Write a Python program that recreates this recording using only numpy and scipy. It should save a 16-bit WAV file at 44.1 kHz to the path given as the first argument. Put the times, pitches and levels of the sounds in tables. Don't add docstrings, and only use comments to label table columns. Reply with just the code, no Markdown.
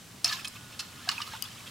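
import sys
import numpy as np
from scipy import signal
from scipy.fft import rfft, irfft
from scipy.io import wavfile
from scipy.ndimage import map_coordinates

SR = 44100
rng = np.random.default_rng(int(sys.argv[2]) if len(sys.argv) > 2 else 0)


def materialize(psi):
    bounded = np.clip(np.atleast_2d(psi).T, -1, 1)
    quanta = np.round(bounded * 32767).astype(np.int16)
    wavfile.write(sys.argv[1], SR, quanta)


N = 74970
TIME, FREQS = np.arange(N) / SR, np.fft.rfftfreq(N, 1 / SR)
SHORT = TIME[:SR // 8]
GRAINS_PER_S, GRAIN_SPREAD_DB = 20000, 4

# time in seconds, level in dB.
SLOSH_LEVEL = [(.243, -61), (.25, -36.5), (.306, -37.5), (.333, -34.5), (.365, -43), (.405, -44),
               (.43, -53), (.465, -50), (.51, -58.5), (.558, -48), (.59, -56.5), (.69, -59), (.725, -50),
               (.77, -58.5), (.815, -49), (.88, -56.5), (1.04, -51), (1.12, -42), (1.17, -46), (1.23, -45),
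               (1.252, -50.5), (1.275, -43.5), (1.30, -48.5), (1.345, -44.5), (1.40, -54.5), (1.44, -47.5),
               (1.5, -52)]


def from_db(db):
    return 10 ** (np.asarray(db) / 20)


def rms_one(x):
    return x / np.sqrt(np.mean(x * x))


def dying(t, t60):
    return np.exp(-np.log(1000) * t / t60)


def in_time(rows):
    s, *columns = np.transpose(rows)
    return [np.interp(TIME, s, c) for c in columns]


def over_hz(points):
    hz, value = np.transpose(points)
    return np.interp(np.log1p(FREQS), np.log(hz), value)


def band(x, low_hz, high_hz, order=2):
    high = min(high_hz, .47 * SR)
    return signal.sosfilt(signal.butter(order, [low_hz, high], "band", fs=SR, output="sos"), x)


def resonate(x, hz, width_hz):
    return signal.lfilter(*signal.iirpeak(hz, hz / width_hz, fs=SR), x + 1e-18)


def colour(x, spectrum):
    return rms_one(irfft(rfft(x) * from_db(over_hz(spectrum)), N))


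def grains(count):
    size_db = GRAIN_SPREAD_DB * np.minimum(rng.exponential(size=count), 4)
    sizes = from_db(size_db) * np.sign(rng.normal(size=count))
    return sizes * (rng.random(count) < GRAINS_PER_S / SR)


def at(s, x):
    return np.pad(x, (int(s * SR), N))[:N]


def panned(x, db):
    return from_db([[db / 2], [-db / 2]]) * x


def splash(s, db, hold, hz, body_db, spray_db):
    t60_s, width = .024, .22
    crack_db, crack_t60_s = 0, .006
    body_hz, spray_hz = (1010, 3100), (5400, 10670)
    mist_db = -21
    fall = dying(np.maximum(SHORT - hold, 0), t60_s)
    shape = fall + from_db(crack_db) * dying(SHORT, crack_t60_s)
    core, body, spray = (shape * grains(len(SHORT)) for part in range(3))
    burst = (rms_one(band(core, hz / (1 + width), hz * (1 + width)))
             + from_db(body_db) * rms_one(band(body, *body_hz, order=3))
             + from_db(spray_db) * rms_one(band(spray, *spray_hz, order=3))
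             + from_db(mist_db) * rms_one(band(body, max(spray_hz), SR)))
    fall_rms = np.sqrt(np.mean(fall * fall))
    return at(s, from_db(db) * rms_one(burst) * fall_rms)


def splashes():
    # start in seconds, level in dB before the pot, hold in seconds before the fall,
    # centre pitch in Hz, body in dB and spray in dB, both against the main resonance.
    strikes = [(0.2439, -22, .004, 4980, -13, -6.5), (0.258, -29.5, 0.0022, 5150, -8, -11),
               (0.278, -31.5, .003, 5030, -12, -12), (.295, -32, 0.0033, 4370, -16, -15),
               (0.327, -34.5, .006, 4900, -13, -23), (0.4452, -36, .003, 3500, -5.5, -4.5),
               (0.4528, -36.5, 0.0037, 3400, -7, -2.5), (.4748, -36, 0.00092, 4400, -14, -7),
               (.4812, -35, .0003, 10100, -27, -3), (.7926, -33.5, .015, 4400, -8, -7),
               (1.0893, -23.5, .002, 4440, -4, -9.5), (1.0978, -31, .002, 5200, 1, -10),
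               (1.1145, -33.5, .006, 4400, 0, -10), (1.2168, -34, 0.0044, 4400, -7, -13),
               (1.668, -44, .01, 3200, -17, -16)]
    return sum(splash(*row) for row in strikes)


def slosh():
    # frequency in Hz, relative gain in dB.
    slosh_colour = [(450, -18), (1200, -0.5), (2100, -4.5), (2900, 1), (4600, -4), (9000, -13),
                    (15000, -16.5)]
    fizz_width = .08
    level_db, = in_time(SLOSH_LEVEL)
    clicks = grains(N)
    pitches = np.linspace(700, 15500, num=110)
    dealt = rng.integers(len(pitches), size=N)
    fizz = sum(resonate(clicks * (dealt == k), hz, hz * fizz_width) / np.sqrt(hz)
               for k, hz in enumerate(pitches))
    return from_db(level_db) * colour(fizz, slosh_colour)


def pot(x):
    # frequency in Hz, gain in dB.
    modes = [(1270, -3.5), (1725, 0.5), (2635, 1.5), (3100, 2), (3830, 0.5), (4447, 2), (5137, 5.5),
             (5565, 1.5), (7350, 3), (8690, 2.5)]
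    width_hz, direct_share = 85, 0.95
    waver, waver_hz = .008, 14
    out = direct_share * x
    for hz, db in modes:
        bend = waver * rms_one(band(rng.standard_normal(N), waver_hz / 2, waver_hz))
        read_at = np.cumsum(1 + bend) - 1
        out = out + from_db(db) * map_coordinates(resonate(x, hz, width_hz), [read_at])
    return out


def clear_ring(s, hz, db, t60):
    rise, attack_s = 0.029, 0.00041
    phase = 2 * np.pi * np.cumsum(hz + hz * rise * SHORT / t60) / SR
    swell = np.expm1(-SHORT / attack_s)
    return at(s, from_db(db) * swell * dying(SHORT, t60) * np.sin(phase))


def clear_rings():
    # start in seconds, starting pitch in Hz, level in dB, t60 in seconds.
    single_rings = [(.2445, 5137, -15, .04), (.2445, 4440, -20, .035), (0.2444, 8670, -25.5, 0.02),
                    (.246, 700, -41, .17), (.286, 4400, -27.5, .07), (.295, 1754, -33, .06),
                    (.312, 1724, -32, 0.094), (.324, 1690, -27, 0.06), (.392, 2560, -37, .05),
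                    (.4475, 3280, -31, .025), (0.4505, 2550, -30, .05), (.793, 4230, -32.5, .06),
                    (1.074, 723, -35, 0.074), (1.080, 1610, -31.5, 0.045), (1.090, 2870, -20, .03),
                    (1.090, 4450, -20, .02), (1.090, 5120, -22, .02), (1.092, 1130, -28, .05),
                    (1.118, 2890, -32, 0.023), (1.129, 956, -39, .06), (1.18, 2545, -23, 0.024),
                    (1.185, 930, -39, 0.076), (1.2026, 1180, -26, 0.033), (1.219, 2900, -26.5, .035),
                    (1.272, 1230, -40, .05), (1.321, 1610, -37, 0.045), (1.336, 890, -34.5, 0.105),
                    (1.35, 1450, -37.5, 0.043), (1.453, 3400, -35, 0.035), (1.514, 3050, -39, 0.031),
                    (1.604, 2320, -39, 0.017)]
    return sum(clear_ring(*row) for row in single_rings)


def patter():
    low_hz, high_hz = 1000, 4000
    against_slosh_db, cycles = -1, 55
    s, pitch = rng.random((2, 400))
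    s = s * N / SR
    hz = low_hz * (high_hz / low_hz) ** pitch
    db = np.interp(s, *np.transpose(SLOSH_LEVEL)) + against_slosh_db
    return sum(map(clear_ring, s, hz, db, cycles / hz))


def drop():
    # frequency in Hz, level in dB.
    modes = [(2950, -31), (4800, -27), (5400, -34), (6200, -30), (9000, -26), (10400, -34), (13450, -23)]
    strike_s, cycles = 1.4236, 100
    rebound_s, rebound_db = 1.4405, -14
    tick = 0
    for k, (hz, db) in enumerate(modes):
        ring = dying(SHORT, cycles / hz) * np.sin(2 * np.pi * hz * SHORT)
        tick = tick + from_db(db) * ring * (-1) ** k
    return at(strike_s, tick) + from_db(rebound_db) * at(rebound_s, tick)


def scatter(x, t60, dull_hz):
    tail = band(rng.standard_normal((2, N)), 350, dull_hz, order=1) * dying(TIME, t60)
    return signal.fftconvolve(x, rms_one(tail) / np.sqrt(N), axes=1)[:, :N]


def background(spectrum):
    # frequency in Hz, likeness from 0 to 1.
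    likeness = [(165, .985), (290, .7), (3000, 0.69), (15000, 0.67)]
    alike = np.minimum(over_hz(likeness), 1)
    mid, side = rfft(rng.standard_normal((2, N))) * np.sqrt([1 + alike, 1 - alike])
    return colour(irfft([mid + side, mid - side], N), spectrum)


def rumble():
    # frequency in Hz, relative gain in dB.
    rumble_colour = [(30, -48), (40, -24), (65, -9.5), (115, 2), (155, -4.5), (210, -2), (420, -17.5),
                     (900, -21.5), (4000, -50)]
    return from_db(-53) * background(rumble_colour)


def hiss():
    # frequency in Hz, relative gain in dB.
    hiss_colour = [(700, -1.5), (3000, -2.5), (8000, -3.5), (16000, -14)]
    start_db, rise_db_per_s = -52.5, 1.4
    return from_db(start_db + rise_db_per_s * TIME) * background(hiss_colour)


def thin_tone():
    # time in seconds, pitch in Hz, level in dB.
    tone_path = [(.51, 1485, -60), (.68, 1454, -55), (.80, 1450, -66.5), (1.02, 1428, -56.5)]
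    hz, db = in_time(tone_path)
    start, *_, end = (s for s, *_ in tone_path)
    sounding = (TIME > start) * (TIME < end)
    return from_db(db) * np.sin(2 * np.pi * np.cumsum(hz) / SR) * sounding


def scene():
    water = pot(splashes() + slosh()) + clear_rings() + patter()
    near_field = panned(water, -1.4) + panned(drop(), 9)
    near_field = near_field + from_db(-20.5) * scatter(near_field, t60=.02, dull_hz=13900)
    yard = from_db(-13.5) * scatter(near_field, t60=0.31, dull_hz=7040)
    return near_field + yard + rumble() + hiss() + thin_tone()


def record(dry):
    cutoff_hz = 15800
    return signal.sosfilt(signal.ellip(10, .2, 80, cutoff_hz, fs=SR, output="sos"), dry)


dry = scene()
out = record(dry)
materialize(out)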